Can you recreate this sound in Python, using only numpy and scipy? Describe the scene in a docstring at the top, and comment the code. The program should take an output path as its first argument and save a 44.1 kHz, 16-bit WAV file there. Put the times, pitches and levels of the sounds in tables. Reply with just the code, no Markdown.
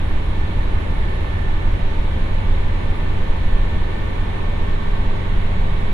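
"""Diesel railcar in a tunnel

Inside a railcar that slowly gains speed: a six-cylinder engine drones under the floor as a stack of sines,
and gears whine as sines with shaft sidebands. The turbocharger's faint whistle is a narrow band of noise.
Shaped noise makes the car body's heave and boom, the wheels' roar that comes back off the tunnel wall through
the window, the air hiss and brief flickers of treble. Two microphones close together pick it all up."""
import sys
import numpy as np
from scipy import signal
from scipy.fft import rfft, irfft, next_fast_len
from scipy.io import wavfile
from scipy.ndimage import uniform_filter1d

SR = 44100
rng = np.random.default_rng(int(sys.argv[2]) if len(sys.argv) > 2 else 0)


def wav_out(sig):
    """Save sig, one row per channel (or a flat mono array), as 16-bit PCM at SR to the path in sys.argv[1]."""
    wavfile.write(sys.argv[1], SR, np.round(np.clip(np.atleast_2d(sig).T, -1, 1) * 32767).astype(np.int16))


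N = 261513  # length in samples

# Engine cycles a second, one cycle being two crank turns: start_s, cycle_hz
ENGINE_CYCLE = [(0, 15.445), (5.93, 15.69)]
# Engine lines, levels at mid-scene; the sixth multiple is the firing rate:
# multiple of the cycle, left_db, right_db, drift_db_per_s
ENGINE_ORDERS = [(4, -42, -41, -.3), (5, -38, -38, .3), (6, -28, -29, -.3), (7, -49, -50, 2),
                 (9, -44, -46, 2), (10, -49, -52, -.5), (11, -44, -49, 1.9), (12, -42, -41, .7),
                 (13, -51, -54, .4), (14, -43, -47, .4), (15, -50, -49, .3), (17, -55, -50, -1.2),
                 (18, -64, -52, -1.2), (21, -52, -59, .8), (22, -55, -53, .6), (23, -59, -51, 1.3),
                 (24, -66, -54, .5), (25, -51, -49, -.7), (26, -50, -50, 3.3), (28, -56, -51, 1.2),
                 (32, -59, -54, .7), (33, -56, -54, 1.1), (35, -47, -57, -.1), (36, -62, -50, 1.4),
                 (37, -55, -50, .2), (38, -51, -54, -.6), (42, -56, -52, 1.6), (44, -56, -57, 2.1),
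                 (45, -62, -55, 0), (60, -61, -56, -.8)]
# Phase by which the left leads on engine lines; low ones arrive together: line_hz, lead_rad
ENGINE_LEAD = [(100, 0), (140, -.9), (520, -.8), (540, -2.6)]

# Driveline tones, pitch at the starting speed and levels at mid-scene:
# pitch_hz, left_db, right_db, sideband_db (against the tone), drift_db_per_s, left_lead_rad
GEAR_TONES = [(34.4, -31, -30, -60, 0, 0), (220, -52, -47, -60, .6, -1.7), (311.5, -45, -50, -60, -.8, 0),
              (439.7, -63, -52, -60, -1, -2.9), (1088.3, -59, -49, -10, .3, 2.4),
              (1133.6, -62, -57, -60, 1, -3), (1482.6, -57, -56, -16, .3, .8),
              (1523.6, -56, -56, -11, .4, -1.5), (2176.6, -57, -54, -8, .3, 2)]
# The loudest gear mesh fades in and out at each microphone: start_s, left_db, right_db
WHINE_LEVELS = [(0, -49, -48), (.45, -60, -43), (.9, -52, -41), (1.4, -48, -38), (1.8, -52, -47.5),
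                (2.35, -45.5, -48), (2.75, -43.5, -67), (3.15, -47.5, -46.5), (3.7, -46.5, -45),
                (4.0, -43, -50), (4.5, -48, -49), (4.85, -48, -49), (5.45, -64, -47), (5.93, -50, -41)]
SHAFT_HZ, WHINE_HZ = 34.4, 1770.6  # drive shaft turns a second and loudest mesh, at the starting speed
# the left's lead on the whine at the start, and its growth per second of starting-speed running
WHINE_LEAD_RAD, WHINE_TURN_RAD_PER_S = -4.5, 1.17

# Compressor whistle: start_s, pitch_hz
TURBO_PITCH = [(0, 10480), (5.93, 10570)]
TURBO_DB, TURBO_FADES_DB_PER_S = -66.5, 0.5  # level at the start and its slow fall
FLUTTER_HZ = 80  # corner of the noise that spreads the whistle

# Heave of the car body: start_s, level_db
HEAVE_LEVEL = [(0, -18), (.3, -19), (.6, -17), (.9, -18), (1.35, -24), (1.6, -14), (2.05, -18.5),
               (2.55, -15), (2.95, -19), (3.5, -13), (3.9, -20), (4.45, -20), (5.05, -16.5), (5.2, -16),
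               (5.45, -16), (5.93, -16.5)]
# Body bending and suspension resonances: centre_hz, width_hz, relative level_db
HEAVE_MODES = [(8, 4, 0), (14, 4, -3), (20.7, 4, 2), (28, 6, -5.5)]
# Relative spectrum of the cabin boom: freq_hz, level_db (per Hz)
BOOM_SPECTRUM = [(30, -30), (38, -3), (50, -4), (62, -1), (78, 0), (88, -7), (100, -13), (120, -30),
                 (200, -100)]
BOOM_DB, BOOM_SINKS_DB_PER_S = -24, 1  # level at the start and its slow fall

# Wheels on rails, levels before each layer's trim: start_s, low_roar_db, high_roar_db
ROLLING_LEVELS = [(0, -31, -37.5), (2, -30, -37), (4, -30, -37), (5.93, -31.5, -36.5)]
# Relative spectra of the two roars: freq_hz, level_db (per Hz)
LOW_ROAR_SPECTRUM = [(50, -88), (80, 2), (100, -5), (130, -0.5), (160, 0), (200, -4.5), (280, -7.5),
                     (400, -8.5), (500, -9.5), (600, -9.5), (650, -14.5), (800, -32.5), (1000, -66),
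                     (1500, -110)]
HIGH_ROAR_SPECTRUM = [(400, -90), (550, -6.5), (750, 2), (1000, 1.5), (1190, 0.5), (1280, -4.5), (1650, -4),
                      (2000, -2.5), (2500, -6.5), (3500, -8.5), (4000, -11.5), (4600, -21.5), (5200, -36),
                      (7000, -100)]
# Broad rings of wheel and rail: centre_hz, width_hz, relative level_db
WHEEL_RINGS = [(820, 25, -5), (882, 21, 5.5), (924, 28, 3.5), (1785, 17, 0.5), (2238, 77, -2.5)]
# Relative spectrum of the air past the window: freq_hz, level_db (per Hz)
HISS_SPECTRUM = [(3800, -40), (4600, -2.5), (5200, 0), (6800, -2), (8500, -6), (10000, -7.5), (11000, -8),
                 (12000, -14.5), (14000, -17), (16000, -21)]

# Brief flickers of the treble: peak_s, level_db
TREBLE_PUFFS = [(.1, -69), (1.75, -74), (2.14, -72), (3.99, -72), (4.05, -74)]

# Likeness of the noise at the two microphones: freq_hz, correlation (-1 to 1)
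STEREO_LIKENESS = [(20, .995), (60, .995), (100, .975), (130, .85), (200, .62), (360, .3), (660, -.18),
                   (1210, -.07), (2200, -.11), (4020, -.04), (12000, .03)]
# Tilt of the noise between the microphones: freq_hz, left_minus_right_db
STEREO_LEAN = [(20, -1.3), (40, -.9), (65, -.1), (150, 2), (240, -.5), (390, -2), (620, -2.6), (990, -4),
               (1580, -2.8), (2520, -2.5), (4020, -1.5), (9000, 0)]
TOP_HZ = 15750  # recorder's band limit


def amp(db):
    """Gain of a level in dB."""
    return 10 ** (np.asarray(db) / 20)


def unit(x):
    """x at rms 1."""
    return x / np.sqrt(np.mean(x ** 2) + 1e-20)


def along(points, hz):
    """Read (Hz, value) points on a log frequency axis."""
    f, v = np.transpose(points)
    return np.interp(np.log(hz + 1), np.log(f + 1), v)


def curves(rows):
    """Draw each column after the time as an automation curve, one value per sample."""
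    s, *cols = np.transpose(rows)
    return np.array([np.interp(np.arange(N) / SR, s, c) for c in cols])


def wobble(rate):
    """A random curve for each channel: straight lines between rate knots a second."""
    knots = rng.standard_normal((2, 400))
    return np.array([np.interp(np.arange(N) * rate / SR, np.arange(400), k) for k in knots])


def waver(rate, hz):
    """Level wobble of a tone: long waves waver alike at both microphones, short ones apart."""
    both = wobble(rate)
    return both[0] + min(hz / 250, 1) * (both - both[0])


def filtered(x, response):
    """Shape x by a gain that depends on frequency."""
    m = next_fast_len(N + SR // 2)
    freqs = np.fft.rfftfreq(m, 1 / SR)
    return irfft(rfft(x, m) * response(freqs), m)[..., :N]


def modes(table):
    """Gain over frequency of resonances that add in power."""
    def gain(f):
        power = 0
        for centre, width, db in table:
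            damping = (f * width) ** 2
            power = power + amp(2 * db) * damping / ((centre ** 2 - f * f) ** 2 + damping)
        return np.sqrt(power)
    return gain


def spectrum(points):
    """Gain over frequency of (Hz, dB) points."""
    return lambda f: amp(along(points, f))


def rush(colour, patchy_db=0):
    """Coloured stereo noise with random patches of gain, at rms 1 in the mid signal."""
    z = signal.stft(rng.standard_normal((2, N)), nperseg=512)[2]
    # patches some 500 Hz tall and 80 ms long
    field = uniform_filter1d(rng.standard_normal(z.shape[1:]), size=6, axis=0)
    field = uniform_filter1d(field, size=14, axis=1)
    pair = signal.istft(z * amp(patchy_db * unit(field)), nperseg=512)[1][:, :N]

    def mid_side(hz):
        # the angle between mid and side sets the left-right correlation
        angle = np.arccos(np.clip(along(STEREO_LIKENESS, hz), -1, 1)) / 2
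        return colour(hz) * [np.cos(angle), np.sin(angle)]

    mid, side = filtered(pair, mid_side)
    left_right = np.array([mid + side, mid - side])
    both = filtered(left_right, lambda hz: amp(np.outer([.5, -.5], along(STEREO_LEAN, hz))))
    return both / np.sqrt(np.mean(both.mean(axis=0) ** 2))


def steady(x, window_s, share):
    """Even out part of x's chance swells, so that it follows a given level."""
    size = int(window_s * SR)
    power = uniform_filter1d(uniform_filter1d(x.mean(axis=0) ** 2, size), size)
    even = x / (np.abs(power) + .03) ** (share / 2)
    return even / np.std(even.mean(axis=0))


def tone(cycles, lead):
    """A sine of rms 1 whose phase at the left microphone is lead radians ahead."""
    phase = 2 * np.pi * (cycles + rng.uniform())
    return np.sqrt(2) * np.sin(phase + np.outer([.5, -.5], lead))


def engine():
    """Unequal cylinders put lines on multiples of the cycle; each swells at random, the higher ones more."""
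    cycles = np.cumsum(curves(ENGINE_CYCLE)[0]) / SR
    from_middle_s = (np.arange(N) - N / 2) / SR
    out = np.zeros((2, N))
    for k, left_db, right_db, drift in ENGINE_ORDERS:
        start_hz = k * ENGINE_CYCLE[0][1]
        waver_db = min(.1 * k, 2.5) * waver(1.8, start_hz)
        level = amp(np.array([[left_db], [right_db]]) + drift * from_middle_s + waver_db)
        out += level * tone(k * cycles, along(ENGINE_LEAD, start_hz))
    return out


def driveline():
    """Gear tones rise with the engine; an uneven shaft swells each mesh once a turn, which makes sidebands."""
    speed = curves(ENGINE_CYCLE)[0]
    from_middle_s = (np.arange(N) - N / 2) / SR
    seconds = np.cumsum(speed / speed[0]) / SR  # running time at the starting speed
    shaft = 2 * np.cos(2 * np.pi * SHAFT_HZ * seconds)

    whine_level = amp(curves(WHINE_LEVELS) + 1.1 * wobble(9))
    whine_lead = WHINE_LEAD_RAD + WHINE_TURN_RAD_PER_S * seconds
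    out = whine_level * (1 + amp(-12) * shaft) * tone(WHINE_HZ * seconds, whine_lead)

    for hz, left_db, right_db, side_db, drift, lead in GEAR_TONES:
        level = amp(np.array([[left_db], [right_db]]) + drift * from_middle_s + 3 * waver(2.5, hz))
        out += level * (1 + amp(side_db) * shaft) * tone(hz * seconds, lead)
    return out


def turbo():
    """A whistle whose pitch flutters too fast to be heard as anything but a narrow hiss."""
    flutter = filtered(rng.standard_normal((4, N)), lambda f: 1 / (1 + (f / FLUTTER_HZ) ** 2) ** .6)
    a, b = flutter.reshape(2, 2, N)
    phase = 2 * np.pi * np.cumsum(curves(TURBO_PITCH)[0]) / SR
    whistle = unit(a * np.cos(phase) + b * np.sin(phase))
    level_db = TURBO_DB - TURBO_FADES_DB_PER_S * np.arange(N) / SR + 1.7 * wobble(2.6)
    return amp(level_db) * whistle


def body():
    """Track unevenness shakes the lowest modes of the car; the cabin air booms above them in chance lumps."""
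    heave_db, = curves(HEAVE_LEVEL)
    boom_db = BOOM_DB - BOOM_SINKS_DB_PER_S * np.arange(N) / SR

    def sprung(hz):
        # the suspension holds back faster shaking
        return modes(HEAVE_MODES)(hz) / (1 + (hz / 45) ** 4)

    heave = steady(rush(sprung), window_s=.15, share=.7)
    boom = steady(rush(spectrum(BOOM_SPECTRUM)), window_s=.35, share=.5)
    return amp(heave_db) * heave + amp(boom_db) * boom


def rolling():
    """Wheel and rail roughness, smeared to an even roar by the tunnel, and the air that streams past."""
    low_db, high_db = curves(ROLLING_LEVELS)
    low = amp(low_db - 2.5) * rush(spectrum(LOW_ROAR_SPECTRUM), patchy_db=.4)
    high = amp(high_db - 1.5) * rush(spectrum(HIGH_ROAR_SPECTRUM), patchy_db=.5)
    rings = amp(high_db - 8) * rush(modes(WHEEL_RINGS), patchy_db=.8)
    soft_rings = filtered(rings, lambda hz: 1 / (1 + (hz / 3200) ** 6))
    hiss = amp(-61.5) * rush(spectrum(HISS_SPECTRUM), patchy_db=.9)
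    return low + high + soft_rings + hiss


def puffs():
    """Short, faint swells of the highest treble: noise under bell-shaped envelopes."""
    t = np.arange(N) / SR
    swell = sum(amp(db) * np.exp(-((t - s) / .025) ** 2) for s, db in TREBLE_PUFFS)
    return swell * rush(spectrum([(7000, -60), (9500, -4), (12000, 0), (16000, -6)]))


def scene():
    """All sources as they reach the two microphones."""
    return engine() + driveline() + turbo() + body() + rolling() + puffs()


def record(dry):
    """The recorder keeps nothing above its band limit."""
    return filtered(dry, lambda hz: hz < TOP_HZ)


dry = scene()
out = record(dry)
wav_out(out)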